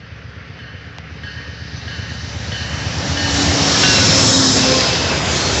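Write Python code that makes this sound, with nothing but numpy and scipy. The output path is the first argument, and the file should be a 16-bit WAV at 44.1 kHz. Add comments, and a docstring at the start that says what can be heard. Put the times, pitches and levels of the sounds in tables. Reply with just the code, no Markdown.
"""The exhaust of a diesel passenger train throbs in engine cycles as it runs past a listener by a tree-lined track.
The bell on the nose is a set of struck modes, Doppler-shifted directly and by way of scattering trees.
Blowers whistle as resonant noise, a boom and a low hum swell; wheels squeak, a click and a crackle are brief.
Coloured noise makes the rumble, roar and hiss of the locomotive and of the first cars rolling by.
One narrow-band microphone feeds both channels."""
import sys
import numpy as np
from scipy import signal
from scipy.io import wavfile
from scipy.ndimage import uniform_filter1d

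SR = 44100
rng = np.random.default_rng(int(sys.argv[2]) if len(sys.argv) > 2 else 0)


def to_wav(s):
    """Save 16-bit WAV."""
    ch = np.atleast_2d(s).T  # columns
    pcm = np.round(np.clip(ch, -1, 1) * 32767)  # PCM
    wavfile.write(sys.argv[1], SR, pcm.astype(np.int16))


def rack_gain(trim_db):
    """Turn a fader trim in dB into the linear factor to multiply a signal by."""
    fader = np.asarray(trim_db, float)
    return 10 ** (fader / 20)


N = 246959

SPEED_M_S, TRACK_M, SOUND_M_S = 27, 12, 343
STACK_PASS_S, CYCLES_PER_S = 4.2, 7.407  # engine cycles at the source
LEAD_S = .5  # moving source signals start this long before time zero


def rms_one(x):
    """Normalisation of mean power: the result has unit rms."""
    return x / np.sqrt(np.mean(x ** 2) + 1e-20)


def in_time(rows):
    """Linear interpolation of the columns of a curve table, one value per sample."""
    s, *columns = np.transpose(rows)
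    return [np.interp(np.arange(N) / SR, s, column) for column in columns]


def at_hz(points, hz):
    """Spectral interpolation on a log-frequency axis."""
    point_hz, point_db = np.array(points)[:, 0], np.array(points)[:, 1]
    return np.interp(np.log(hz), np.log(point_hz), point_db)


def drift(rate_hz):
    """Slow random modulation of unit rms: noise through a double one-pole low-pass."""
    hop = 40  # samples between the slow values
    r = np.exp(-2 * np.pi * hop * rate_hz / SR)
    noise = rng.standard_normal(N // hop + 2002)
    slow = signal.lfilter([1], [1, -2 * r, r * r], noise)[2000:]  # skip the settling
    return np.interp(np.arange(N) / hop, np.arange(len(slow)), rms_one(slow))


def ring(clicks, hz, t60_s):
    """Impulse response of a damped mode: a unit click starts a decaying sine of height 1."""
    r, w = 10 ** (-3 / (t60_s * SR)), 2 * np.pi * hz / SR
    return signal.lfilter([0, np.sin(w)], [1, -2 * r * np.cos(w), r * r], clicks + 1e-18)


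def sent_at(pass_s, along_m=0., aside_m=TRACK_M, last_leg_m=0.):
    """Retarded time: sending time and first path of what arrives at each sample, straight or scattered."""
    sent = np.arange(-2, 7, .002)
    path = np.hypot(aside_m, SPEED_M_S * (sent - pass_s) - along_m)
    arrives = sent + (path + last_leg_m) / SOUND_M_S
    now = np.arange(N) / SR
    return np.interp(now, arrives, sent), np.interp(now, arrives, path)


def heard(source, sent):
    """Doppler effect: reading a source, begun LEAD_S early, at its sending times bends the pitch."""
    return np.interp((sent + LEAD_S) * SR, np.arange(len(source)), source, left=0)


def with_distance(db, db_per_doubling, path, aside_m=TRACK_M):
    """Distance law: the level falls by a set step for each doubling of the path beyond aside_m."""
    return db - db_per_doubling * np.log2(path / aside_m)


def resonant_noise(cycles, db, width_hz):
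    """Narrow-band noise as quadrature modulation: low-passed noise rides on a gliding carrier."""
    low_pass = signal.butter(2, width_hz / 2, fs=SR)
    slow = signal.lfilter(*low_pass, rng.standard_normal((2, N)))
    phase = 2 * np.pi * cycles
    return rack_gain(db) * rms_one(slow[0] * np.cos(phase) + slow[1] * np.sin(phase))


def coloured(far, near, nearness, patchy_db):
    """Subtractive synthesis: quarter-octave noise bands turn from far to near colour, each flickering."""
    out, power, together = 0, 0, drift(6.0)
    octaves = np.log2(far[-1][0] / far[0][0])
    edges = far[0][0] * 2 ** np.arange(0, octaves + .1, 1 / 4)
    white = rng.standard_normal((2, N))
    for k, (low, high) in enumerate(zip(edges, edges[1:])):
        band_pass = signal.butter(3, [low, high], "band", fs=SR, output="sos")
        band = signal.sosfilt(band_pass, white[k % 2])
        hz = np.sqrt(low * high)
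        gain = rack_gain(at_hz(far, hz) * (1 - nearness) + at_hz(near, hz) * nearness)
        flicker_db = patchy_db * (0.47 * together + drift(10.3))
        out = out + gain * band * rack_gain(flicker_db)
        power = power + gain ** 2 * np.mean(band ** 2)
    return out / np.sqrt(power)


def exhaust(nearness):
    """Periodic pulse source: an uneven row of puffs repeats every engine cycle, each varying in strength."""
    # exhaust loudness: start_s, level_db
    loudness = [(0, -35), (1, -33.5), (2, -27), (3, -22), (3.5, -24.5), (4.2, -31), (4.8, -35.5),
                (5.6, -28)]
    # strongest puffs in one engine cycle, low-passed by the stack: place_in_cycle (0-1), level_db
    puff_row = [(0.051, -9.0), (0.16, -4.7), (0.246, -1.2), (0.27, -0.0), (0.34, -1.0), (0.457, -9.2),
                (0.602, 0.0), (0.82, -4.4), (0.957, -7.7)]
    level_db, = in_time(loudness)
    # scatter of the puffs in dB, far off and alongside; it passes through zero between
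    far_scatter_db, near_scatter_db = -1, 4.5
    scatter_db = far_scatter_db + (near_scatter_db - far_scatter_db) * nearness
    cycles = sent_at(STACK_PASS_S)[0] * CYCLES_PER_S
    puffs = np.zeros(N)
    for place, db in puff_row:
        at = np.flatnonzero(np.diff(np.floor(cycles - place)))
        puffs[at] -= rack_gain(db + scatter_db[at] * rng.standard_normal(len(at)))
    puffs = signal.sosfilt(signal.butter(3, 130, fs=SR, output="sos"), puffs)
    swings = puffs - uniform_filter1d(puffs, size=SR // 30)  # only the swings are sound
    return rack_gain(level_db) * rms_one(swings)


def bell():
    """Modal synthesis with Doppler shift: struck modes heard straight and by way of scattering trees."""
    # bell modes at rest: pitch_hz, level_db, t60_s, clang_share (below 0 the mode swells in late)
    bell_modes = [(1530, -1.5, 2.8, 1.6), (1703, -1.5, 3.6, .5), (1716, -11, 2.5, .3), (1990, -11, .3, 1),
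                  (2620, -10, .8, .5), (2765, -7, 1.2, 1.2), (2807, 1, 2.6, 1.2), (3130, -5, .12, 1),
                  (3478, -12, .9, .3), (4066, 2, 1.3, -.4), (5412, -11, 1.4, -.9)]
    # strokes as they arrive: start_s, level_db, brightness (dB per octave above the first mode)
    strokes = [(.01, -46, -2), (.590, -36.5, -1), (1.235, -32.5, -1.5), (1.878, -33, 0), (2.519, -31, 1),
               (3.172, -26, -.5), (3.834, -20, 1.5), (4.558, -22, 5), (5.265, -28, 3)]
    pass_s, bell_aside_m = 3.77, 12.5
    clang_t60_s = .1
    air_db_per_khz_m = .036  # air and brush dull the far bell
    fading_db, shade_db, echo_shade_db, trees_db = 2.3, -17, -14, -.5

    sent, path = sent_at(pass_s, 0., bell_aside_m)
    s, stroke_db, bright_db = np.transpose(strokes)
    struck = ((sent[(s * SR).astype(int)] + LEAD_S) * SR).astype(int)
    source_s = np.arange(N + SR // 2) / SR - LEAD_S
    away_m = np.hypot(bell_aside_m, SPEED_M_S * (source_s - pass_s))
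    whole, out = 0, 0
    for hz, db, t60_s, clang_share in bell_modes:
        clicks = np.zeros(len(away_m))
        clicks[struck] = rack_gain(stroke_db + bright_db * np.log2(hz / bell_modes[0][0]))
        air = rack_gain(db - air_db_per_khz_m * hz / 1000 * away_m)
        held = air * ring(clicks, hz, t60_s)
        quick = air * clang_share * ring(clicks, hz, clang_t60_s)
        whole = whole + held + quick
        wavering = rack_gain(fading_db * drift(22.0))  # air and ground make each held mode waver
        out = out + wavering * heard(held, sent) + heard(quick, sent)

    # once past, the locomotive body hides the bell
    behind = np.clip(SPEED_M_S * (sent - pass_s) / path, 0, 1)
    out *= rack_gain(shade_db * np.clip(2.5 * behind - 1, 0, 1))

    # each tree sees another closing speed
    trees = rng.uniform([-110, 3], [70, 14], (110, 2))  # metres along the track, metres beyond it
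    for along, aside in trees:
        last_leg = np.hypot(along, bell_aside_m + aside)
        echo_sent, first_leg = sent_at(pass_s, along, aside, last_leg)
        ahead = (along - SPEED_M_S * (echo_sent - pass_s)) / first_leg
        lit = np.clip(ahead + .8, 0, .35)  # the body shades what lies behind the bell
        spreading = aside / first_leg * path / (first_leg + last_leg)
        share = rack_gain(echo_shade_db * behind) * lit * spreading
        out += rack_gain(trees_db) * share * heard(whole, echo_sent)
    return out


def blower():
    """Directional extended source: the long grille's whistle beams sideways and drops in pitch in passing."""
    # pitch slides slowly, as from a point farther aside than the track, and the level falls fast
    aside_m = 30
    sent, path = sent_at(4.15, 0., aside_m)
    level_db = with_distance(-19, 32, path, aside_m)  # dB alongside, dB lost per doubling
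    return resonant_noise(5270 * sent, level_db, width_hz=380)


def boom():
    """Narrow-band resonance and amplitude modulation: a low boom swells, a growl beats with the engine."""
    # boom under the engine room, with a rough growl above it: start_s, centre_hz, level_db, growl_db
    boom_curve = [(3.0, 85.02, -42, -46), (3.4, 82.5, -20.5, -33), (3.85, 84.75, -33, -34),
                  (4.1, 104.9, -22.5, -23.5), (4.4, 112.3, -23.5, -33), (4.7, 88.8, -29, -31),
                  (5.15, 78.8, -24, -40), (5.35, 83.3, -28.5, -28.5), (5.6, 83.6, -25, -40)]
    growl_hz, beats_per_cycle, beat_depth = 150, 3, .7
    hz, db, growl_db = in_time(boom_curve)
    sent = sent_at(STACK_PASS_S)[0]
    beats = 1 + beat_depth * np.sin(2 * np.pi * beats_per_cycle * CYCLES_PER_S * sent)
    growl = beats * resonant_noise(growl_hz * sent, growl_db, width_hz=90)
    low_band = resonant_noise(np.cumsum(hz) / SR, db, width_hz=35)
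    begun = np.arange(N) / SR > boom_curve[0][0]
    return (low_band + growl) * begun


def hums():
    """Frequency modulation and Doppler shift: a wavering low hum, a trailing tone and passing rough tones."""
    # low hum, sagging in pitch, with a rough octave above it: start_s, pitch_hz, level_db, octave_db
    low_hum = [(0, 285.2, -55, -73), (2.75, 285.4, -51.5, -44), (3.1, 283.6, -37, -36),
               (3.25, 282.1, -27, -40.5), (3.6, 282, -25, -35), (3.85, 272.7, -28.5, -39.5),
               (4.05, 264.2, -35, -22.5), (4.2, 267.9, -24, -30.5), (4.3, 268, -26.5, -25),
               (4.4, 263.4, -17.5, -34.5), (4.5, 260.2, -20, -35), (4.585, 259.1, -27, -37),
               (4.63, 258.7, -20, -33), (4.7, 257, -19, -28.5), (4.8, 260.8, -38, -29.5),
               (5.0, 254.7, -39, -35), (5.1, 253, -51, -43), (5.6, 250, -64.5, -50)]
    # faint thin tone trailing the locomotive, sagging in pitch: start_s, pitch_hz, level_db
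    trailing_tone = [(4.55, 2690, -60), (4.58, 2685, -32), (4.75, 2670, -36), (4.95, 2640, -33),
                     (5.2, 2615, -35), (5.35, 2620, -42), (5.55, 2630, -37)]
    # fourth harmonic of the low hum, and broad singing of the rails:
    # alongside_s, rest_pitch_hz, width_hz, alongside_level_db, loss_db (per doubling of distance)
    passing_tones = [(4.7, 1055, 25, -33, 30), (3.5, 740, 300, -29, 10.5)]
    hz, db, octave_db = in_time(low_hum)
    height = np.sqrt(2) * rack_gain(db + 1.3 * drift(12.0))
    out = height * np.sin(2 * np.pi * np.cumsum(hz + 2.2 * drift(8.4)) / SR)
    out += resonant_noise(2 * np.cumsum(hz) / SR, octave_db, width_hz=11)
    hz, db = in_time(trailing_tone)
    out += resonant_noise(np.cumsum(hz) / SR, db, width_hz=20)
    for s, hz, width_hz, db, loss_db in passing_tones:
        sent, path = sent_at(s)
        out += resonant_noise(hz * sent, with_distance(db, loss_db, path), width_hz)
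    return out


def squeaks():
    """Flange squeal as frequency-modulated sines: brief wavering tones under half-sine swells."""
    # wheel squeaks: start_s, length_s, pitch_hz, level_db
    squeak_rows = [(1.75, .06, 6045, -41), (2.31, .05, 6050, -39), (3.735, .04, 1720, -20),
                   (4.27, .05, 6930, -26), (4.32, .06, 3820, -16), (4.42, .07, 6700, -26),
                   (4.45, .06, 3790, -20), (4.52, .07, 7587, -25), (5.34, .2, 4230, -25),
                   (5.42, .1, 4370, -28)]
    out, now, waver = np.zeros(N), np.arange(N) / SR, drift(42.4)
    for s, length_s, hz, db in squeak_rows:
        swell = np.sin(np.pi * np.clip((now - s) / length_s, 0, 1))
        cycles = hz * np.cumsum(1 + 0.0038 * waver) / SR
        out += rack_gain(db) * swell * np.sin(2 * np.pi * cycles)
    return out


def click_and_crackle():
    """Transient and damped oscillation: a 2 ms snap falling in pitch, and a short ring."""
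    # a short click, and a brief crackle at the loudest peak: start_s, snap_db, ring_db, ring_hz, ring_t60_s
    transients = [(.9847, -23, -20, 800, .008), (4.808, -6, -1, 4900, .006)]
    out, gone = np.zeros(N), np.linspace(0, 1, round(.002 * SR))
    snap_hz = np.geomspace(7500, 1200, len(gone))
    swell = np.sqrt(np.sin(np.pi * gone).clip(0))
    snap = swell * np.cos(2 * np.pi * np.cumsum(snap_hz) / SR)
    for s, snap_db, ring_db, hz, t60_s in transients:
        impulse, at = np.zeros(N), round(s * SR)
        impulse[at + 20] = -1
        out += rack_gain(ring_db) * ring(impulse, hz, t60_s)
        out[at - 40:at - 40 + len(snap)] += rack_gain(snap_db) * snap
    return out


def passing_parts():
    """Incoherent power sum over the parts: rumble and two roar gains, and nearness (0-1) of the closest."""
    # front wheels, engine room, rear wheels and two wheel sets of the first car, levels alongside:
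    # alongside_s, rumble_db, low_roar_db, high_roar_db
    parts = [(3.551, -25, -25, -23), (3.9, -26, -25, -22.5), (4.2, -21.5, -23.5, -24),
             (4.7, -25.5, -20.5, -21.5), (5.42, -28, -18.5, -22)]
    paths = np.array([sent_at(s)[1] for s, *_ in parts])
    # dB lost per doubling of distance, and dB of the steady murmur of the long train behind
    rumble_law, roar_law = (9, -42), (9.5, -41.5)
    gains = []
    for db, (loss_db, murmur_db) in zip(np.transpose(parts)[1:], [rumble_law, roar_law, roar_law]):
        part_gains = rack_gain(with_distance(db[:, None], loss_db, paths))
        gains.append(np.sqrt(rack_gain(murmur_db) ** 2 + np.sum(part_gains ** 2, axis=0)))
    far_m, near_m = 81, 11  # the colour turns from far to near between these distances
    nearness = np.log(far_m / paths.min(axis=0)) / np.log(far_m / near_m)
    return *gains, np.clip(nearness, 0, 1)


def rolling(rumble_gain, low_roar_gain, high_roar_gain, nearness):
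    """Broadband rolling noise: rumble, and a roar split in two bands with separate gains."""
    # rumble colour far off and alongside: band_hz, level_db (per Hz)
    rumble_far = [(30, -8), (50, -13.5), (65, 3.5), (85, 5), (150, 7), (200, -3.5), (300, -16.5),
                  (420, -29.5)]
    rumble_near = [(30, -12.5), (50, 0.5), (65, -0.5), (85, -3.6), (150, 2.5), (200, -0.5), (300, -1.5),
                   (420, -6)]
    # roar colour far off and alongside: band_hz, level_db (per Hz)
    roar_far = [(230, 1.5), (279, -2.5), (344, -24.5), (444, 6.5), (560, -7), (746, -6.5), (900, -12.5),
                (1240, -3), (1690, 0.5), (2150, -0.5), (2600, -8.5), (2930, -5), (3300, -12), (4000, -15)]
    roar_near = [(230, -5), (326, -4.5), (536, 0.5), (700, -2.7), (1200, -4.5), (1670, -5), (2460, -6),
                 (3000, -7.5), (4000, -10)]
    roar = coloured(roar_far, roar_near, nearness, patchy_db=1.5)
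    low_roar = signal.sosfiltfilt(signal.butter(2, 680, fs=SR, output="sos"), roar)
    high_roar = roar - low_roar
    rumble = coloured(rumble_far, rumble_near, nearness, patchy_db=1.0)
    return rumble_gain * rumble + low_roar_gain * low_roar + high_roar_gain * high_roar


def hiss():
    """Broadband treble noise whose level and spectral balance follow one curve in time."""
    # hiss in time: start_s, level_db, brightness (0-1, from far to near colour)
    hiss_curve = [(0, -52.5, 0), (1.1, -51.5, 0.1), (1.3, -44, 0), (1.6, -41.5, 0), (2.0, -38.5, 0.22),
                  (2.7, -33, 0.58), (3.2, -26, 0.48), (3.37, -20, 0.77), (3.5, -21.5, 0.71),
                  (3.82, -14.5, 0.67), (4.12, -15.5, 0.65), (4.3, -14.5, 1), (4.7, -18, 0.7),
                  (5.1, -23, .55), (5.22, -27, 0.77), (5.33, -21.5, 0.76), (5.6, -21.5, 0.75)]
    # hiss colour far off and alongside: band_hz, level_db (per Hz)
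    hiss_far = [(2600, -13.5), (3300, -2), (3800, 4.5), (4500, 7.5), (5400, 3.5), (6100, -5.5), (6900, -17),
                (7700, -40.5), (9000, -29.5)]
    hiss_near = [(2600, -15.5), (3140, -4), (4200, 0), (5360, 0), (6500, 3.5), (7600, -1.5), (9000, -7.5)]
    level_db, brightness = in_time(hiss_curve)
    return rack_gain(level_db) * coloured(hiss_far, hiss_near, np.clip(brightness, 0, 1), patchy_db=1.2)


def hollow(x):
    """Time-varying band attenuation: one band sinks slowly and refills quickly."""
    now, start_s, end_s = np.arange(N) / SR, 4.2, 4.56
    sinking = np.clip((now - start_s) / .15, 0, 1) * (now < end_s)
    depth = uniform_filter1d(sinking, size=SR // 40)
    band_pass = signal.butter(2, (1900, 3000), "band", fs=SR, output="sos")
    band = signal.sosfiltfilt(band_pass, x)
    return x - (1 - rack_gain(-6 * depth)) * band


def scene():
    """Superposition of all sources, alike on both channels."""
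    *gains, nearness = passing_parts()
    mix = exhaust(nearness) + bell() + blower() + boom() + hums() + squeaks() + click_and_crackle()
    mix = mix + hollow(rolling(*gains, nearness) + hiss())
    return np.array([mix, mix])


def band_limit(x):
    """A steep low-pass at the top of the band."""
    return signal.sosfilt(signal.butter(12, 8750, fs=SR, output="sos"), x)


def record(dry):
    """Soft saturation and band limiting: peaks round off, deep bass drops, the top falls steeply."""
    top = .62  # the height that rounded peaks approach
    x = dry / (1 + np.abs(dry / top) ** 6) ** (1 / 6)
    x = signal.sosfilt(signal.butter(6, 68, "high", fs=SR, output="sos"), x)
    x = signal.sosfilt(signal.cheby1(7, .5, 7700, fs=SR, output="sos"), x)
    x = signal.sosfilt(signal.cheby2(16, 60, 8820, fs=SR, output="sos"), x)
    return band_limit(np.clip(x, -1, 1))


dry = scene()
out = record(dry)
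to_wav(out)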